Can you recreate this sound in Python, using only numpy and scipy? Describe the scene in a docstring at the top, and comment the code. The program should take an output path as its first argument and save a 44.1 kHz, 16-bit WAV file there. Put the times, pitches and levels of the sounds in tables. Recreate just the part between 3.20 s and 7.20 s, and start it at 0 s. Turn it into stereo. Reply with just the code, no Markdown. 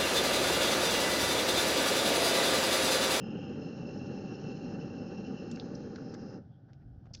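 """A hand-held gas torch burns a hanging piece of plastic in a garden, close to two microphones.
The flame roars, and the gas jet hisses and rings in the burner tube. The hiss swells as the torch is
turned away; then the gas is shut off, and a small puff follows a moment later. The burning plastic
sizzles, spits and pops as bubbles burst and gas escapes. A quiet outdoor rumble lies under it all."""
import sys
import numpy as np
from scipy import signal
from scipy.fft import rfft, irfft
from scipy.io import wavfile

SR = 44100
rng = np.random.default_rng(int(sys.argv[2]) if len(sys.argv) > 2 else 0)


def int16_out(signal):
    """Quantize to a 16-bit WAV file."""
    q = np.round(np.clip(np.atleast_2d(signal).T, -1, 1) * 32767)
    wavfile.write(sys.argv[1], SR, q.astype(np.int16))


N = 176400
T = np.arange(N) / SR
HZ = np.maximum(np.fft.rfftfreq(N, 1 / SR), 1)
TUBE_LIKENESS = 0.96   # how alike the torch's ringing is at the two microphones, 0-1

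# the flame in stereo: (frequency [Hz], likeness [0-1], left lead [rad], left over right [dB])
FLAME_STEREO = [(50, .99, -.05, 1.2), (130, .997, -.27, .9), (250, .997, -.37, .7), (550, .99, -.65, -.3),
                (690, .55, -1.7, -3), (790, .9, -.8, -5), (950, .8, -2.2, -4.5), (1100, .45, -4.2, -6),
                (1400, .85, -5.6, -5), (1750, .85, -6.6, -4), (2200, .4, -8, -2)]
# the garden in stereo: same columns
GARDEN_STEREO = [(100, .985, -.12, 1.2), (400, .85, -.2, 0), (1000, .4, -1.4, 0), (3000, .35, -2.8, 0),
                 (6000, .35, -3, 0), (10000, .1, -1.5, 0)]


def from_db(db):
    """Turn decibels into a gain to multiply by."""
    return 10 ** (np.asarray(db) / 20)


def in_time(rows):
    """A gain that follows points of (time [s], level [dB])."""
    return from_db(np.interp(T, *np.transpose(rows)))


def over_hz(rows):
    """Join a table's points into curves over frequency, one for each column after the first."""
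    hz, *columns = np.transpose(rows)
    return [np.interp(np.log(HZ), np.log(hz), column) for column in columns]


def flutter(depth_db, rate_hz):
    """A gain that wavers at random."""
    slow = irfft(rfft(rng.standard_normal(N)) / (1 + (HZ / rate_hz) ** 2), N)
    gain = from_db(depth_db * slow / slow.std())
    return gain / np.sqrt(np.mean(gain ** 2))


def fade(start_s, db_per_s):
    """Full level, then a steady fall."""
    return from_db(-db_per_s * np.maximum(T - start_s, 0))


def hump(hz, half_width):
    """The shape of a resonance: a gain that favours frequencies near hz."""
    return 1 / (1 + ((HZ - hz) / half_width) ** 2)


def low_pass(x, edge_hz):
    """Cut the treble steeply."""
    return signal.sosfilt(signal.butter(8, edge_hz, fs=SR, output="sos"), x)


def noise(colour, likeness, lead, pan_db=0):
    """Stereo noise: likeness is the share both sides have in common, lead the left's head start [rad]."""
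    shared, left, right = rfft(rng.standard_normal((3, N)))
    common, own = np.sqrt(likeness), np.sqrt(1 - likeness)
    left = (common * shared * np.exp(1j * lead) + own * left) * from_db(pan_db)
    right = common * shared + own * right
    x = irfft(np.array([left, right]) * colour, N)
    return x / np.sqrt(np.mean(x ** 2))


def turbulence(colour, stereo):
    """The noise of swirling air, shaped by a tone colour table and a stereo table."""
    return noise(from_db(over_hz(colour)[0]), *over_hz(stereo))


def flame_roar():
    """Burning gas makes a fluttering roar that dies when the valve closes."""
    # tone of the roar: (frequency [Hz], relative level [dB])
    colour = [(30, -21.5), (60, -23.5), (90, -12.5), (130, -4), (200, 2), (280, -0.5), (360, -6), (480, -7),
              (590, -11), (685, -25), (775, -9), (850, -16.5), (970, -22.5), (1200, -23), (1480, -24),
              (1780, -27.5), (1950, -35.5), (2250, -39), (3000, -86.5)]
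    # strength of the flame: (time [s], level [dB])
    strength = [(0, -39.5), (.7, -39.5), (1.4, -39.5), (2.3, -40), (2.7, -41.5), (3.15, -42)]
    roar = turbulence(colour, FLAME_STEREO) * in_time(strength)
    return roar * flutter(depth_db=1.31, rate_hz=38) * fade(start_s=3.185, db_per_s=413.5)


def jet_rush():
    """Gas rushes out of the nozzle with a bright hiss."""
    # tone of the rush: (frequency [Hz], relative level [dB])
    colour = [(2050, -30), (2350, -1.5), (2600, 5.5), (3400, 1), (3800, 0.5), (4200, -1), (4700, 1),
              (5300, 7), (5800, -4), (6100, 2), (6600, -3.5), (7150, -4.5), (7700, -12), (8150, -16.5),
              (8450, -28), (9000, -32), (9600, -53), (12000, -66)]
    # the rush in stereo: (frequency [Hz], likeness [0-1], left lead [rad], left over right [dB])
    stereo = [(2300, .6, 2.6, -1), (3000, .95, 3.05, 0), (3500, .95, 3.1, 0), (3850, .9, 2.9, 0),
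              (4050, .5, 1.5, -1), (4200, .55, 0, -2), (4500, .88, -2.7, 0), (5300, .82, -3, -1),
              (6000, .45, -3.1, -2), (6600, .4, -3.4, -4), (6900, .8, -3.14, 0), (7150, .99, -3.14, 0),
              (7400, 1, -3.14, 0)]
    # strength of the rush: (time [s], level [dB])
    strength = [(0, -65), (.28, -63), (.42, -58.5), (1.3, -56.5), (1.7, -59), (2.3, -58), (2.6, -58.5),
                (3.15, -64)]
    return turbulence(colour, stereo) * in_time(strength)


def resonances(rows):
    """Swirling gas rings at several pitches, each sputtering on its own."""
    dull_top = 1 / (1 + (HZ / 6760) ** 16)
    out = 0
    for hz, half_width, db, lead in rows:
        rasp = flutter(depth_db=1.8, rate_hz=80)
        out += from_db(db) * rasp * noise(dull_top * hump(hz, half_width), TUBE_LIKENESS, lead)
    return out


def burner_ring():
    """The burner tube rings; its mouth is heard too at first, while the nozzle is close."""
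    # resonances of the tube: (pitch [Hz], half width [Hz], level [dB], left lead [rad])
    tube_tones = [(2721, 52, -60, 0.46), (2970, 31, -68, -1.5), (3100, 45, -71, 3.5),
                  (4180, 45, -77.5, -1.3), (5222, 30, -67, 1), (5596, 34, -69, 1.3)]
    # their strength as the torch moves: (time [s], gain [dB])
    tube_strength = [(0, -8), (.27, -8), (.42, -1.5), (1.2, -1), (1.8, -2), (2.33, -1.5), (2.46, -13.5),
                     (3.15, -18)]
    # resonances of the mouth: (pitch [Hz], half width [Hz], level [dB], left lead [rad])
    mouth_tones = [(2655, 41, -59, 3), (2765, 134, -57, 1.5), (3103, 65, -67, 0.2), (3670, 630, -66.5, -3),
                   (5174, 38, -68.5, 0.6), (6580, 220, -67.5, 3.5)]
    tube = resonances(tube_tones) * in_time(tube_strength)
    return tube + resonances(mouth_tones) * fade(start_s=0.32, db_per_s=113.5)


def sliding_rings():
    """Two resonances slide in pitch and level as the aim of the torch changes."""
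    # paths of the lower and the higher resonance: (time [s], pitch [Hz], level [dB])
    low_path = [(0, 3100, -60.5), (.3, 3130, -62.5), (.6, 3230, -65.5), (2.3, 3180, -64),
                (2.5, 3180, -67.5), (2.8, 3163, -66), (3.15, 3130, -73.5)]
    high_path = [(0, 5170, -74), (.3, 5155, -69), (.6, 5110, -68.5), (1.3, 5100, -65.5), (1.9, 4990, -68.5),
                 (2.3, 5060, -61.5), (2.75, 5275, -64), (3.0, 5280, -56), (3.15, 5210, -60)]
    out = 0
    for path, half_width_hz in (low_path, 40), (high_path, 120):
        times, hz, db = np.transpose(path)
        steady = signal.hilbert(noise(hump(hz.mean(), half_width_hz), TUBE_LIKENESS, lead=3.25))
        offset_hz = np.interp(T, times, hz) - hz.mean()
        slide = np.exp(2j * np.pi * np.cumsum(offset_hz) / SR)   # moves the pitch by offset_hz
        out += from_db(np.interp(T, times, db)) * (steady * slide).real
    return out


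def tube_whistle():
    """The burner tube gives a very faint, high whistle from its overtones."""
    # whistle tones: (pitch [Hz], half width [Hz], level [dB])
    tones = [(11810, 55, -111), (12200, 60, -112)]
    return sum(from_db(db) * noise(hump(hz, width), TUBE_LIKENESS, lead=0) for hz, width, db in tones)


def garden():
    """Distant rumble and outdoor air, with a faint fluttering in the middle range."""
    # tones of the rumble and the fluttering: (frequency [Hz], relative level [dB])
    rumble_colour = [(25, -29.5), (60, -13.5), (100, 2), (145, 3.5), (200, -4.5), (300, -10), (480, -27.5),
                     (780, -19.5), (980, -40), (1250, -36.5), (1480, -25.5), (1800, -38), (2300, -47.5),
                     (3200, -41), (4000, -45.5), (5400, -42.5), (7500, -65), (11000, -71), (16000, -62)]
    stir_colour = [(250, -21.5), (450, 0), (560, 1), (680, -7.5), (790, 3.5), (1000, -20), (1480, -9),
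                   (2200, -31.5), (5000, -52.5)]
    # strength of the rumble: (time [s], level [dB])
    strength = [(3.27, -52), (3.4, -55), (3.5, -53), (3.7, -54.5), (3.85, -53)]
    stir = from_db(-73) * flutter(depth_db=1.7, rate_hz=14) * turbulence(stir_colour, GARDEN_STEREO)
    return in_time(strength) * turbulence(rumble_colour, GARDEN_STEREO) + stir


def turned_hiss():
    """A broad hiss swells as the nozzle is turned away."""
    # tone of the hiss: (frequency [Hz], relative level [dB])
    colour = [(900, -25), (1250, -16.5), (1700, -21), (2030, -18.5), (2320, -29.5), (2560, -2), (2800, 10),
              (2950, -2), (3050, -5.5), (3150, -5), (3400, -26.5), (4200, -33), (4800, -6), (5230, 0),
              (5500, -9), (5730, -5.5), (6200, -23.5), (6800, -35.5), (9000, -68)]
    # the hiss in stereo: (frequency [Hz], likeness [0-1], left lead [rad], left over right [dB])
    stereo = [(1250, .8, 2.8, -2), (2000, .93, 3.1, 0), (2500, .995, 3.12, 0), (3150, 1, 3.14, 0),
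              (4800, .82, 3.2, 0), (5300, .83, 3.05, 0), (6200, .8, 3.1, 0)]
    # its swell: (time [s], level [dB])
    swell = [(1.8, -87.5), (2.35, -62), (2.5, -56), (2.75, -55.5), (2.98, -49.5), (3.15, -52.5)]
    return turbulence(colour, stereo) * in_time(swell)


def melt_noise(hz, octaves, lead):
    """Gas leaving the melted plastic: a broad band of noise with a dull top."""
    band = (1 + (np.log2(HZ / hz) / octaves) ** 2) ** -1.5
    dull_top = 1 / np.sqrt(1 + (HZ / 7000) ** 16)
    return noise(band * dull_top, likeness=0.92, lead=lead)


def sizzle():
    """Tiny bubbles of melt burst at random while the flame is on the plastic."""
    start_s, end_s, bursts_per_s, decay_s = 2.25, 3.15, 30, 0.0012
    level_db, spread_db = -59.5, 1.5
    bursts = (rng.random(N) < bursts_per_s / SR) & (T > start_s) & (T < end_s)
    sizes = bursts * from_db(level_db + spread_db * rng.standard_normal(N))
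    envelope = signal.lfilter([1], [1, -np.exp(-1 / (decay_s * SR))], sizes + 1e-18)   # each dies away
    return low_pass(envelope * melt_noise(hz=1350, octaves=0.7, lead=3.4), edge_hz=4800)


def spits():
    """Each spit is a short, grainy burst of escaping gas with a faint echo from the hedge."""
    # gas bursts: (time [s], level [dB], hold [s], centre [Hz], width [octaves], left lead [rad])
    bursts = [(2.313, -39.5, 0.0038, 6250, 1, 2.48), (2.314, -42, 0.0019, 1470, 0.92, 3.2),
              (2.358, -46.5, 0.0042, 5200, .4, 2.5), (2.372, -52, 0.0017, 1700, 0.86, 2.3),
              (2.551, -51.5, 0.0068, 5230, 0.29, 1.1), (2.731, -50.5, 0.0035, 1300, .5, 3),
              (2.758, -42, 0.0091, 1490, 0.33, 2.75), (2.758, -44, 0.0038, 5070, 0.3, 2.6),
              (2.783, -45.5, 0.0066, 1370, 0.38, 2.9), (2.937, -56.5, 0.0057, 1190, 0.65, 0.81),
              (2.939, -54, 0.011, 5000, 0.58, 1.5), (2.948, -54, 0.004, 1490, 0.5, .8),
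              (3.531, -70, 0.004, 4330, 0.57, 1.5), (3.605, -73, 0.028, 1600, 0.6, 3.9),
              (3.839, -70, 0.0059, 735, 0.88, 1.1), (3.855, -64, 0.018, 560, 1.1, 1),
              (3.906, -64, 0.0098, 620, 0.44, 0.54), (3.9353, -49, 0.018, 5300, 0.34, 1.1),
              (3.939, -61, 0.02, 2770, 1.5, 0.46), (3.952, -64, 0.043, 5100, 0.35, 1.7),
              (3.971, -61, 0.0071, 4000, 0.6, 1.1)]
    attack_s, decay_s, tail_s, tail_db = 0.0009, 0.0012, 0.03, -23
    grain = flutter(depth_db=3.5, rate_hz=270)
    out = 0
    for start, db, hold, hz, octaves, lead in bursts:
        rise = np.clip((T - start) / attack_s, 0, 1)
        after_hold = np.maximum(T - start - hold, 0)
        fall = np.exp(-after_hold / decay_s) + from_db(tail_db) * np.exp(-after_hold / tail_s)
        out += from_db(db) * rise * fall * melt_noise(hz, octaves, lead)
    return low_pass(out * grain, edge_hz=7800)


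def pops():
    """A blister bursts in one sharp pulse, followed by faint scatter from the leaves."""
    # bursting blisters: (time [s], peak [dB], low edge [Hz], high edge [Hz], left lead [rad])
    blisters = [(2.3136, -28.5, 3300, 7800, 2.7), (2.3985, -29.5, 3200, 5300, .7),
                (2.76, -39, 1100, 5200, 1.5), (3.5332, -49, 1800, 6200, .7), (3.9495, -40, 2500, 6200, .8)]
    tail_db, tail_s = -31, 0.012
    out = 0
    for start, db, low, high, lead in blisters:
        tail = (T > start) * np.exp(-np.minimum(np.abs(T - start) / tail_s, 20))
        pulse = from_db(tail_db) * tail * rng.standard_normal(N)
        pulse[int(start * SR)] = 1
        band = signal.butter(2, [low, high], "band", fs=SR, output="sos")
        pop = signal.hilbert(low_pass(signal.sosfilt(band, pulse), high))   # lets the left side lead
        out += from_db(db) * np.real([pop * np.exp(1j * lead), pop]) / np.abs(pop).max()
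    return out


def far_chirp():
    """One faint chirp sounds far away."""
    # the chirp: (time [s], half length [s], pitch [Hz], half width [Hz], level [dB])
    chirp = (3.345, .04, 3330, 170, -80)
    time, half_length, hz, half_width, db = chirp
    envelope = from_db(db) * np.exp(-((T - time) / half_length) ** 2)
    return envelope * noise(hump(hz, half_width), likeness=1, lead=np.pi / 2)


def soft_puff():
    """One small, soft puff sounds a moment after the flame has gone out."""
    # the puff: (time [s], half length [s], level [dB])
    puff = (3.5, 0.017, -67)
    # its tone: (frequency [Hz], relative level [dB])
    colour = [(300, -20), (750, 10), (1100, 2), (1600, 3), (2300, -17), (3200, -18), (5500, -16),
              (7500, -42), (10000, -59)]
    time, half_length, db = puff
    return from_db(db) * np.exp(-((T - time) / half_length) ** 2) * turbulence(colour, FLAME_STEREO)


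def air_buffet():
    """A low buffeting of air rises near the end."""
    # tone of the buffeting: (frequency [Hz], relative level [dB])
    colour = [(18, -22.5), (45, -5.5), (90, -3.5), (160, -17), (400, -32), (1000, -72)]
    # its strength: (time [s], level [dB])
    strength = [(3.5, -73), (3.68, -49.5), (3.85, -59.5), (4, -51.5)]
    return in_time(strength) * turbulence(colour, GARDEN_STEREO)


def scene():
    """Torch, garden and burning plastic; all sounds of the gas jet waver and stop together."""
    roar = flame_roar()
    jet = jet_rush() + burner_ring() + sliding_rings() + tube_whistle() + turned_hiss()
    jet *= flutter(depth_db=1.03, rate_hz=22.7) * fade(start_s=3.158, db_per_s=322)
    return roar + jet + garden() + sizzle() + spits() + pops() + far_chirp() + soft_puff() + air_buffet()


def record(dry):
    """Cut away the very highest treble."""
    cutoff_hz = 16000
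    return signal.sosfilt(signal.cheby2(12, 70, cutoff_hz, fs=SR, output="sos"), dry)


dry = scene()
out = record(dry)
int16_out(out)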